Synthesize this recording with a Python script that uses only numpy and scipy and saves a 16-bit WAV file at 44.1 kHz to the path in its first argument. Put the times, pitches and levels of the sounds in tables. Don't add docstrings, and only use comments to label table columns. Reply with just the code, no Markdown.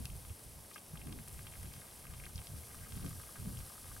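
import sys
import numpy as np
from scipy import signal
from scipy.fft import rfft, irfft
from scipy.io import wavfile
from scipy.ndimage import uniform_filter1d

SR = 44100
rng = np.random.default_rng(int(sys.argv[2]) if len(sys.argv) > 2 else 0)


def dump(signal):
    limited = np.clip(np.atleast_2d(signal).T, -1, 1)
    pcm = np.round(limited * 32767).astype(np.int16)
    wavfile.write(sys.argv[1], SR, pcm)


N = 176400
TIME = np.arange(N) / SR

# (frequency [Hz], relative level [dB])
FIZZ_COLOUR = [(1500, -29), (3000, -8), (4000, -8), (5300, -5), (6200, -6.5), (7100, -8), (8400, -1.5),
               (10300, 0.5), (11600, -0.5), (13200, -7), (15700, -11)]
FIZZ_PAN_DB = 1.0


def from_db(db):
    return 10 ** (np.asarray(db) / 20)


def unit_power(x):
    return x / np.sqrt(np.mean(x ** 2) + 1e-20)


def automation(rows):
    times, *columns = np.transpose(rows)
    return [np.interp(TIME, times, column) for column in columns]


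def equalise(x, spectrum):
    hz, db = np.transpose(spectrum)
    bins = np.maximum(np.fft.rfftfreq(N, 1 / SR), 1)
    return irfft(rfft(x) * from_db(np.interp(np.log(bins), np.log(hz), db)), N)


def noise(spectrum):
    return unit_power(equalise(rng.standard_normal(N), spectrum))


def drift(rate_hz):
    lowpass = 1 / (1 + (np.fft.rfftfreq(N, 1 / SR) / rate_hz) ** 2)
    return unit_power(irfft(rfft(rng.standard_normal(N)) * lowpass, N))


def stereo(mid, side=0, pan_db=0):
    sign = np.array([[1], [-1]])
    return (mid + sign * side) * from_db(sign * pan_db / 2)


def resonance(x, hz, width_hz):
    r = np.exp(-np.pi * width_hz / SR)
    feedback = [1, -2 * r * np.cos(2 * np.pi * hz / SR), r * r]
    return signal.lfilter(np.array([1, 0, -1]) * (1 - r * r) / 2, feedback, x + 1e-18)


def open_air():
    # (frequency [Hz], relative level [dB])
    colour = [(20, -38), (80, 4.5), (160, 1), (300, 0.5), (500, 1), (800, -1), (1120, -5), (1500, -12),
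              (2500, -12), (4000, -24), (8000, -19.5), (15000, -47)]
    # (frequency [Hz], side against mid [dB])
    width = [(100, -41), (250, -16), (550, -7), (1500, -3)]
    return from_db(-62) * stereo(noise(colour), equalise(noise(colour), width))


def eddies(spectrum):
    # (frequency [Hz], side against mid [dB])
    width = [(30, -19), (70, -13.5), (130, -8), (240, -6.5), (400, 2.5)]
    mid = noise(spectrum)
    envelope = np.sqrt(uniform_filter1d(mid ** 2, size=1500) + 1e-9)
    return stereo(mid / envelope, equalise(noise(spectrum), width))


def breeze():
    # (time [s], relative level [dB])
    rumble_gusts = [(0.0, -46), (0.02, -48.5), (0.05, -40.5), (0.08, -58), (0.11, -45), (0.17, -47.5),
                    (0.21, -56.5), (0.32, -49.5), (0.37, -69), (0.44, -62), (0.47, -51), (0.51, -60.5),
                    (0.57, -54), (0.74, -72), (0.85, -73), (0.92, -57), (0.98, -51.5), (1.04, -55),
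                    (1.06, -48), (1.21, -52), (1.25, -59.5), (1.36, -49), (1.55, -58.5), (1.59, -49),
                    (1.68, -47.5), (1.73, -61), (1.78, -51), (1.82, -67), (2.06, -58), (2.12, -51),
                    (2.26, -52), (2.33, -58), (2.38, -45), (2.42, -49.5), (2.45, -69), (2.51, -48.5),
                    (2.56, -46.5), (2.68, -60.5), (2.84, -49.5), (2.88, -63), (2.94, -45), (3.0, -48.5),
                    (3.04, -44), (3.15, -50), (3.23, -57), (3.36, -66), (3.4, -45.5), (3.53, -49),
                    (3.6, -44), (3.72, -68), (3.89, -51.5), (4.0, -54.5)]
    # (time [s], relative level [dB])
    flutter_gusts = [(0.0, -47), (0.08, -70.5), (0.82, -71.5), (1.05, -60.5), (1.07, -50), (1.21, -57),
                     (1.24, -68), (1.63, -70), (1.66, -56), (1.73, -69), (2.48, -73), (2.56, -56),
                     (2.63, -72.5), (2.92, -62), (2.97, -53), (3.02, -60), (3.05, -41), (3.1, -63),
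                     (3.17, -60), (3.26, -83), (3.41, -58), (3.48, -47.5), (3.63, -71), (4.0, -67)]
    # (frequency [Hz], relative level [dB])
    rumble_colour = [(15, -6), (28, -6.5), (50, 3), (80, 5.5), (130, 0.5), (170, -5.5), (230, -22.5),
                     (400, -47)]
    # (frequency [Hz], relative level [dB])
    flutter_colour = [(100, -6), (170, 3), (230, 5), (320, -8), (500, -17.5), (1000, -40), (2000, -81)]
    rumble = from_db(automation(rumble_gusts)[0] + 0.5) * eddies(rumble_colour)
    flutter = from_db(automation(flutter_gusts)[0] + 1) * eddies(flutter_colour)
    return rumble + flutter


def buffets():
    # (time [s], envelope peak [dB], pitch [Hz])
    thumps = [(.311, -38, 84), (0.941, -37.5, 139), (2.103, -43.5, 70), (2.361, -37.5, 85.5),
              (2.977, -36.5, 148), (3.183, -41.5, 92), (3.475, -33, 195)]
    fade_cycles, side_db = 0.83, -10.5
    swings = 0
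    for at, db, hz in thumps:
        cycles = hz * (TIME - at)
        envelope = from_db(db) * np.exp(-np.minimum((cycles / fade_cycles) ** 2, 20))
        swings = swings + envelope * np.exp(2j * np.pi * cycles)
    return stereo(-swings.imag, from_db(side_db) * swings.real)


def tub(x):
    # (delay [s], gain [dB])
    walls = [(.0032, -10.5), (.0057, -22)]
    tail_t60_s, tail_db, left_lag_s = 0.036, -3.5, 0.000045
    echoes = sum(from_db(db) * np.interp(TIME - delay, TIME, x, left=0) for delay, db in walls)
    t = TIME[:SR // 10]
    tails = rng.standard_normal((2, len(t))) * from_db(-60 * t / tail_t60_s)
    tails /= np.linalg.norm(tails, axis=1, keepdims=True)
    wet = signal.fftconvolve(x[None], tails, axes=1)[:, :N]
    left, right = stereo(x + echoes, pan_db=2.2)
    left = np.interp(TIME - left_lag_s, TIME, left)
    return np.array([left, right]) + from_db(tail_db) * wet


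def cavities(x):
    # (frequency [Hz], bandwidth [Hz], gain [dB])
    modes = [(1168, 86, 9), (1585, 65, 1.5), (2390, 170, 2.5), (2706, 49, 3), (3200, 82, 2.5),
             (5280, 990, -3)]
    return sum(from_db(db) * resonance(x, hz, width) for hz, width, db in modes)


def grain_gains(spread_db, count):
    return from_db(spread_db * np.minimum(rng.exponential(1, count), 4.5))


def bursts(rows):
    softness = 1.32
    track, t = np.zeros(N + SR), TIME[:SR // 100]
    for at, db, hz, cycles in rows:
        age = hz * t / cycles * np.log(1e4) / softness
        envelope = (age * np.exp(1 - age)) ** softness
        start = int(max(at, 0) * SR)
        track[start:start + len(t)] -= from_db(db) * envelope * np.sin(2 * np.pi * hz * t)
    return track[:N]


def ticks():
    # (time [s], relative level [dB])
    snaps = [(0.0553, -27), (.1652, -35), (.2605, -41), (.439, -34), (0.7415, -34), (1.2832, -28.5),
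             (1.3286, -32), (1.631, -32), (2.002, -44), (3.094, -31)]
    pitch_hz, cycles, snap_db = 9900, 2.7, 3.5
    flurry_s, flurry_db, spread_octaves = 0.0056, -12.5, 0.41
    rows = []
    for at, db in snaps:
        rows.append((at, db + snap_db, pitch_hz, cycles))
        delays = flurry_s * rng.random(6)
        pitches = pitch_hz * 2 ** (spread_octaves * rng.standard_normal(6))
        rows += [(at + delay, db + flurry_db, hz, cycles) for delay, hz in zip(delays, pitches)]
    return stereo(equalise(bursts(rows), FIZZ_COLOUR), pan_db=FIZZ_PAN_DB)


def simmer():
    # (time [s], level [dB], typical pitch [Hz])
    course = [(0, -76, 1950), (1.0, -75, 1950), (1.6, -67.5, 2250), (1.9, -69.5, 2150), (2.4, -74, 2000),
              (2.8, -68.5, 1790), (3.2, -71, 1610), (4, -69.5, 1620)]
    pops_per_s, spread_octaves, cycles = 300, 0.35, 5.1
    level_db, typical_hz = automation(course)
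    count = int(pops_per_s * N / SR)
    starts = rng.integers(0, N, count)
    db = 20 * np.log10(grain_gains(spread_db=2.4, count=count))
    hz = typical_hz[starts] * 2 ** (spread_octaves * rng.standard_normal(count))
    rows = zip(starts / SR, db, hz, np.full(count, cycles))
    return from_db(level_db) * unit_power(bursts(rows))


def bubbling():
    # (time [s], relative level [dB], pitch [Hz], length [cycles])
    bubbles = [(0.0555,-32.5,4220,3.2), (0.0557,-47,2580,19), (0.1007,-45.5,2800,5.6), (0.251,-42,2600,1.3),
               (0.297,-49.5,2780,6.7), (.7146,-44.5,2030,3.3), (.737,-46,3700,4.6), (.746,-43,5130,6.5),
               (0.7598,-40.5,1700,2.7), (0.7616,-44,1640,5.4), (0.7637,-58,1220,5.2), (0.767,-46,2660,8),
               (.7807,-42,2640,3.1), (0.9562,-43.5,1350,2), (0.9738,-42.5,3000,4.7), (1.0162,-46,2580,8.9),
               (1.072,-39,2420,1.1), (1.093,-51,2350,6), (1.1266,-36.5,3440,2.5), (1.189,-43.5,2000,3.1),
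               (1.2786,-43.5,2270,2.5), (1.3923,-42,1940,3.1), (1.4688,-39.5,2180,1.6),
               (1.471,-42,2960,3.7), (1.523,-48,2650,4.1), (1.5377,-44,2230,3.9), (1.555,-47.5,1850,5),
               (1.6566,-49,2230,3.5), (1.7385,-36.5,4290,1.4), (1.8174,-48.5,1800,5.4), (2.0537,-44,1480,2),
               (2.0686,-46,2350,6.1), (2.1388,-39,2250,1.3), (2.1457,-49,2760,3), (2.1994,-44,2280,6),
               (2.2383,-42.5,2080,5.4), (2.2465,-46.5,2360,5.5), (2.2558,-42.5,3550,4.6),
               (2.2655,-41,1880,4.1), (2.358,-38,5100,5.3), (2.38,-38,3700,3.8), (2.391,-41.5,2740,2.4),
               (2.4173,-43.5,1890,2), (2.4708,-35.5,4200,2.8), (2.636,-52,2150,7.6), (2.746,-46,1310,3.1),
               (2.8282,-56,1700,6), (2.9228,-37,3070,1.8), (2.955,-46,3080,2.7), (2.976,-40.5,2830,1.6),
               (3.0273,-44,2510,2.3), (3.0458,-45,1260,2.7), (3.0636,-35,3230,1.3), (3.1995,-51,1390,3.5),
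               (3.2364,-53,1240,6.4), (3.292,-50,1260,4.6), (3.358,-42,1660,3), (3.366,-49,1650,4.2),
               (3.5722,-44,3070,5.6), (3.605,-43,2450,1.9), (3.78,-50.5,1440,5), (3.917,-47.5,1410,3.2),
               (3.965,-46.5,1570,6.5)]
    lead_s, trim_db = 0.00032, -1.56
    pops = bursts([(at - lead_s, db + trim_db, hz, cycles) for at, db, hz, cycles in bubbles])
    faint = simmer()
    ring = cavities(pops + from_db(-5.5) * faint)
    return tub(pops + faint + ring)


def fizz():
    # (time [s], relative level [dB])
    vigour = [(0, -56), (.3, -58), (.8, -58), (1.1, -58.5), (1.4, -56), (2.15, -57.5), (2.5, -56),
              (2.8, -55.5), (3.2, -54), (3.45, -55), (4, -54.5)]
    # (frequency [Hz], side against mid [dB])
    width = [(2500, -29), (4200, -32), (5500, -38), (6800, -9.5), (8500, -16), (11000, -16.5), (14500, -28)]
    bursts_per_s, flicker_db, trim_db = 14000, 0.56, 1
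    triggers = rng.random(N) < bursts_per_s / SR
    clicks = triggers * grain_gains(spread_db=3, count=N) * rng.choice([-1, 1], N)
    level = from_db(automation(vigour)[0] + trim_db + flicker_db * drift(rate_hz=37))
    mid = unit_power(equalise(clicks, FIZZ_COLOUR))
    side = equalise(noise(FIZZ_COLOUR), width)
    return level * stereo(mid, side, pan_db=FIZZ_PAN_DB)


def scene():
    return open_air() + bubbling() + ticks() + fizz() + breeze() + buffets()


def record(dry):
    cutoff_hz = 15850
    return signal.sosfilt(signal.ellip(16, .1, 90, cutoff_hz, fs=SR, output="sos"), dry)


dry = scene()
out = record(dry)
dump(out)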